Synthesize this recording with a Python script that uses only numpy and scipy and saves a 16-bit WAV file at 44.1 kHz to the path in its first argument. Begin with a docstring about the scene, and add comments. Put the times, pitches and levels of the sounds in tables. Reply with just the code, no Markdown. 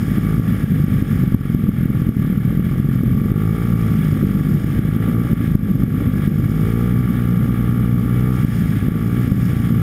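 """An old single-cylinder two-stroke snowmobile crosses a snowy bridge, heard from the rider's seat.
Under throttle it fires on every turn; off throttle it misses and the stored charge bangs.
The piston clatters, the intake hums and rasps, the track rumbles and rattles, the wooden deck drums
and the skis scrape. The recorder's limiter ducks after each bang and its treble fizzes."""
import sys
import numpy as np
from scipy import signal
from scipy.fft import rfft, irfft, next_fast_len
from scipy.io import wavfile
from scipy.ndimage import uniform_filter1d, map_coordinates

SR = 44100
rng = np.random.default_rng(int(sys.argv[2]) if len(sys.argv) > 2 else 0)


def master(y):
    """Save y as 16-bit WAV."""
    cut = np.clip(np.atleast_2d(y).T, -1, 1)
    pcm = np.round(cut * 32767)  # scale
    wavfile.write(sys.argv[1], SR, pcm.astype(np.int16))


N = 433052
TIME = np.arange(N) / SR

# crank speed: (time [s], speed [turns/s])
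CRANK_SPEED = [(0.0, 57.68), (0.24, 51.95), (0.44, 55.55), (0.7, 49.91), (1.16, 47.8), (1.74, 40.8),
               (1.91, 43.65), (2.25, 37.46), (2.85, 46.15), (3.03, 40.02), (3.38, 52.14), (3.69, 58.47),
               (4.22, 48.55), (4.65, 53.07), (4.86, 51.88), (5.27, 59.04), (5.78, 46.9), (6.04, 52.01),
               (6.26, 48.99), (6.52, 50.83), (6.77, 58.43), (7.0, 61.42), (7.28, 59.25), (8.09, 59.99),
               (8.32, 63.35), (8.78, 52.14), (9.18, 60.57), (9.82, 56.08)]


def from_db(db):
    """Decibels to gain."""
    return 10 ** (np.asarray(db) / 20)


def unit_rms(x):
    """Scale to unit rms."""
    return x / np.sqrt(np.mean(x ** 2) + 1e-20)


def colour(x, spectrum, skirt_db_per_octave=24):
    """Filter by a (Hz, dB) outline that falls away past its ends."""
    hz, db = np.transpose(spectrum)
    size = next_fast_len(N + SR // 2)
    bin_hz = np.maximum(np.arange(size // 2 + 1) * SR / size, 1)
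    octaves_outside = np.abs(np.log2(bin_hz / np.clip(bin_hz, hz.min(), hz.max())))
    gain = from_db(np.interp(np.log(bin_hz), np.log(hz), db) - skirt_db_per_octave * octaves_outside)
    return irfft(rfft(x, size) * gain, size)[:N]


def resonate(x, modes, order=2):
    """Parallel resonances of alternating sign; higher order, steeper skirts."""
    out = np.zeros(N)
    for k, (hz, width_hz, db) in enumerate(modes):
        r = np.exp(-np.pi * width_hz * order / SR)
        b0 = (1 - r * r) / 2
        section = [b0, 0, -b0, 1, -2 * r * np.cos(2 * np.pi * hz / SR), r * r]
        out += (-1) ** k * from_db(db) * signal.sosfilt([section] * order, x + 1e-18)
    return out


def drift(rate_hz):
    """Random wander with unit spread."""
    knots = rng.standard_normal(4096)
    return map_coordinates(knots, [TIME * rate_hz], order=1, mode="wrap") * np.sqrt(3 / 2)


def clicks(times, sizes):
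    """One impulse at each time."""
    at = np.round(np.asarray(times) * SR).astype(int)
    inside = (at >= 0) & (at < N)
    return np.bincount(at[inside], np.asarray(sizes)[inside], N)


def crank_hz(times):
    """Crank turns per second."""
    return np.interp(times, *np.transpose(CRANK_SPEED))


def doublings(times, cruise_hz=50):
    """Crank speed in doublings above cruise."""
    return np.log2(crank_hz(times) / cruise_hz)


def port_openings(phase_turns=0.68):
    """Times at which the exhaust port opens, once a turn."""
    turns = np.cumsum(crank_hz(TIME)) / SR
    return np.interp(np.arange(int(turns[-1])) + phase_turns, turns, TIME)


def throttle(times, travel_s=0.23):
    """Opening, 0-1: ramps up, holds and ramps down with each squeeze."""
    # lever squeezes: (start [s], length [s], opening [0-1])
    squeezes = [(.18, 0.236, 0.81), (2.42, 0.78, 0.16), (3.252, 0.74, 0.74), (4.246, 0.26, 0.51),
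                (4.913, 0.4, 0.7), (5.882, 0.37, 0.34), (6.538, 0.44, 0.91), (7.012, 1.12, 0.64),
                (8.164, .25, 0.96), (8.933, .38, 0.56), (9.602, .35, 0.47)]
    start_s, length_s, opening = np.transpose(squeezes)[:, :, None]
    pressed = np.clip((times - start_s) / travel_s + 0.5, 0, 1)
    released = np.clip((times - start_s - length_s) / travel_s + 0.5, 0, 1)
    return np.clip((opening * (pressed - released)).sum(axis=0), 0, 1)


def misfires(times, clean_opening=0.96):
    """Misfiring, 0-1: rises as the throttle shuts."""
    return np.clip(1 - throttle(times) / clean_opening, 0, 1)


def engine_db(times, coast_db, throttle_db, doubling_db):
    """A part's level: coasting at cruise, plus terms for throttle and crank speed."""
    return coast_db + throttle_db * throttle(times) + doubling_db * doublings(times)


def scrape_db():
    """Level rise over each stretch of rough snow."""
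    # rough snow: (middle [s], length [s], rise [dB])
    scrapes = [(.1, 1.44, 6.5), (1.103, 1.4, 3.5), (3.953, 1.3, 4.5), (4.636, 1, 2.5), (6.252, .35, 4),
               (6.7, .5, 6.5), (8.54, 0.95, 7), (9.438, 0.94, 7)]
    return sum(db * np.maximum(1 - 2 * np.abs(TIME - middle_s) / length_s, 0)
               for middle_s, length_s, db in scrapes)


def hiss(grain_db=2.0):
    """High grainy hiss: snow swish coloured by the recorder's treble fizz."""
    # hiss spectrum, with fizz peaks: (frequency [Hz], density [dB])
    spectrum = [(2500, -7), (3600, -37), (4300, -1.5), (5200, 7.5), (6000, -5), (6800, 4.5), (7700, -5.5),
                (8700, 4), (15000, -7.5)]
    level_db = engine_db(TIME, coast_db=-57.5, throttle_db=-1.5, doubling_db=3.5)
    gain = from_db(level_db + scrape_db() + grain_db * drift(300))
    return gain * unit_rms(colour(rng.standard_normal(N), spectrum))


def bridge(on_s=3.85, off_s=6.8, ramp_s=0.49, level_db=-24.5, lumpy_db=5.5):
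    """The hollow wooden deck drums under the track while the sled is on it."""
    # deck modes: (frequency [Hz], width [Hz], level [dB])
    deck = [(179, 56, 0.5), (237, 67, 1), (329, 65, -8.5), (480, 90, -20)]
    weight = np.clip(np.minimum(TIME - on_s, off_s - TIME) / ramp_s, 0, 1)
    treading = from_db(lumpy_db * drift(60)) * rng.standard_normal(N)
    return from_db(level_db) * weight * unit_rms(resonate(treading, deck))


def track_rattle(scrape_share=0.55, uneven_db=1.0, ring_db=-8):
    """Cleats, bogie wheels and chain rattle unevenly and keep the cowl panels ringing."""
    # rattle spectrum: (frequency [Hz], density [dB])
    spectrum = [(400, -9), (680, -5), (830, -3.5), (980, -15), (1160, -2), (1400, -.5), (1540, -3),
                (1750, 0), (2000, -1), (2280, -2), (2550, -11.5), (3350, -7.5), (4200, -23), (6000, -34)]
    # cowl panel modes: (frequency [Hz], width [Hz], level [dB])
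    cowl = [(1673, 48, 15), (1717, 31, -29), (2255, 65, 2)]
    level_db = engine_db(TIME, coast_db=-42, throttle_db=-2, doubling_db=3.5)
    gain = from_db(level_db + scrape_share * scrape_db() + uneven_db * (drift(160) + drift(20)))
    rattle = gain * unit_rms(colour(rng.standard_normal(N), spectrum))
    ringing = unit_rms(resonate(gain * rng.standard_normal(N), cowl))
    return rattle + from_db(ring_db) * np.std(rattle) * ringing


def track_rumble(lumpy_db=1.6, taut_db=-2.5, bass_db_per_doubling=5.0):
    """The rubber track drums on the tunnel: slack off throttle, taut under it, deeper with speed."""
    # track and tunnel spectrum: (frequency [Hz], density [dB])
    spectrum = [(20, -32), (35, -42), (52, -7), (75, -9), (105, -4), (145, -1), (215, -2.5), (280, -11.5),
                (370, -24), (480, -26.5), (650, -43), (1000, -73)]
    slack = unit_rms(colour(rng.standard_normal(N), spectrum))
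    bass = colour(slack, [(20, 0), (65, 0)])
    slack += bass * (from_db(bass_db_per_doubling * doublings(TIME)) - 1)
    taut = from_db(taut_db) * colour(slack, [(20, -18), (100, -5.5), (170, -8), (400, -5.5), (1000, 3)])
    slack_share = misfires(TIME)
    level_db = engine_db(TIME, coast_db=-17.5, throttle_db=4.3, doubling_db=-1.5)
    return from_db(level_db + lumpy_db * drift(25)) * (slack_share * slack + (1 - slack_share) * taut)


def intake(times, lag_s=0.00048, hum_db=-28.5):
    """One gulp of air a turn, fired or not: the air box hums, the carburettor rasps as it opens."""
    # air box mode: (frequency [Hz], width [Hz], level [dB])
    airbox = [(137, 53.7, 0)]
    # open carburettor modes: (frequency [Hz], width [Hz], level [dB])
    carburettor = [(470, 53, 12), (770, 150, -8.5), (1204, 82, 1), (1700, 32, -11), (2256, 50, -3)]
    gulps = clicks(times + lag_s, np.ones(len(times)))
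    hum = from_db(hum_db) * unit_rms(resonate(gulps, airbox))
    rasp_db = engine_db(TIME, coast_db=-56, throttle_db=19, doubling_db=9)
    return hum + from_db(rasp_db) * unit_rms(resonate(gulps, carburettor))


def piston(times, lag_s=0.00228, jitter_s=0.00008, scuff_decay_s=0.006, scuff_gain=0.33):
    """A knock and a scuff each turn ring the cylinder and cowl; misfires make them uneven."""
    # cylinder and cowl modes: (frequency [Hz], width [Hz], level [dB])
    cylinder = [(799, 100, -9), (1159.4, 51.5, 8), (1367, 85, 2.5), (1645, 57, -22), (2060, 61, -10),
                (2238, 21, 3), (2910, 37, -13), (3330, 190, -28)]
    misfiring = misfires(times)
    timing_draw, level_draw = rng.standard_normal((1024, 2))[:len(times)].T
    late_s = lag_s + jitter_s * misfiring * timing_draw
    scatter_db = 0.6 + 0.9 * misfiring
    knocks = clicks(times + late_s, from_db(scatter_db * level_draw))
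    scuff_envelope = signal.lfilter([1], [1, -np.exp(-1 / (scuff_decay_s * SR))], knocks + 1e-18)
    scuff = scuff_envelope * rng.standard_normal(N)
    force = unit_rms(knocks) + scuff_gain * unit_rms(scuff)
    level_db = engine_db(TIME, coast_db=-43, throttle_db=5, doubling_db=-1.5)
    return from_db(level_db) * unit_rms(resonate(force, cylinder))


def firings(times, recovery=1.08, burn_spread=0.32, min_burn=0.15, stored_boost=0.24, scatter_db=0.83):
    """A poor burn leaves its charge for the next turn, which fires harder."""
    # hardest firings of a stored charge: (time [s], level [dB])
    bangs = [(.184, 1), (0.398, .5), (0.642, -1), (1.025, 1), (1.238, 0.5), (1.347, 9), (1.549, 3.5),
             (1.692, 3), (1.858, -2), (2.092, 3), (2.596, 1), (2.801, 0), (3.036, -0.5), (3.319, 0.5),
             (4.645, -3.5), (4.793, 0.5), (5.333, 3), (5.554, 8), (5.837, 3), (6.278, 2), (8.449, 2),
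             (8.885, 1), (9.321, 2)]
    bang_s, bang_db = np.transpose(bangs)
    # a bang replaces the nearest firing and clears the cylinder
    bang_turns = np.abs(times - bang_s[:, None]).argmin(axis=1)
    misfiring = misfires(times)
    burn_draw, level_draw = rng.standard_normal((1024, 2))[:len(times)].T
    level_db = engine_db(times, coast_db=-6, throttle_db=1.5, doubling_db=-4)
    sizes = from_db(level_db + scatter_db * level_draw)
    unburnt = 0
    for k in range(len(times)):
        shortfall = misfiring[k] * (1 - recovery * unburnt + burn_spread * burn_draw[k])
        burn = np.clip(1 - shortfall, min_burn, 1)
        sizes[k] *= burn * (1 + stored_boost * unburnt)
        unburnt = 0 if k in bang_turns else 1 - burn
    sizes[bang_turns] = 0
    return clicks(times, sizes) + clicks(bang_s, from_db(bang_db))


def exhaust(fired, unit_load_hz_per_s=18):
    """Each firing is a rounded puff that sets hood and pipe booming; the muffler growls under load."""
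    # one puff behind the muffler: (frequency [Hz], level [dB])
    puff = [(22, -19), (45, -5), (60, -5.5), (85, -4), (120, 0.5), (180, -1.5), (240, -4), (300, -9),
            (420, -20), (600, -29.5), (800, -53.5), (1000, -80)]
    # hood and pipe modes: (frequency [Hz], width [Hz], level [dB])
    hood_and_pipe = [(123, 17, -11), (196, 32, -8), (241.5, 11, -10)]
    # loaded muffler mode: (frequency [Hz], width [Hz], level [dB])
    muffler = [(399, 88, -3)]
    puff_peak = colour(clicks([0.1], [1.0]), puff).max()
    puffs = colour(fired, puff) / puff_peak
    accel_hz_per_s = uniform_filter1d(np.gradient(crank_hz(TIME), TIME), size=SR // 6)
    load = np.clip(accel_hz_per_s / unit_load_hz_per_s, 0, 2) * (1 - misfires(TIME))
    boom = sum(resonate(puffs, [mode], order=1) for mode in hood_and_pipe)
    growl = resonate(puffs * load, muffler)
    return puffs + boom + growl


def scene():
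    """The microphone rides with the sled; both channels alike."""
    times = port_openings()
    engine = exhaust(firings(times)) + intake(times) + piston(times)
    sled = engine + track_rumble() + track_rattle() + hiss() + bridge()
    return np.array([sled, sled])


def limiter(x, threshold_db=-7.0, slope=0.61, attack_s=0.00097, release_db_per_s=95):
    """Gain ducks at each peak, looking one attack time ahead, then recovers."""
    over_db = np.maximum(20 * np.log10(np.abs(x[0]) + 1e-9) - threshold_db, 0)
    release_db = release_db_per_s * TIME
    held_db = np.maximum.accumulate(over_db + release_db) - release_db
    pole = np.exp(-1 / (attack_s * SR))
    duck_db = slope * signal.lfilter([1 - pole], [1, -pole], held_db)
    return x * from_db(-np.interp(TIME + attack_s, TIME, duck_db))


def fizz(x, mirror_hz=12000, gain_db=2.0):
    """Uneven sampling mirrors the signal's slope to both sides of one high frequency."""
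    return from_db(gain_db) * np.gradient(x, axis=-1) * np.cos(2 * np.pi * mirror_hz * TIME)


def record(dry, cutoff_hz=15600):
    """Recorder: limiter, fizz, clipping, steep low-pass."""
    limited = limiter(dry)
    clipped = np.clip(limited + fizz(limited), -1, 1)
    lowpass = signal.ellip(10, 0.2, 80, cutoff_hz, fs=SR, output="sos")
    return signal.sosfilt(lowpass, clipped)


dry = scene()
out = record(dry)
master(out)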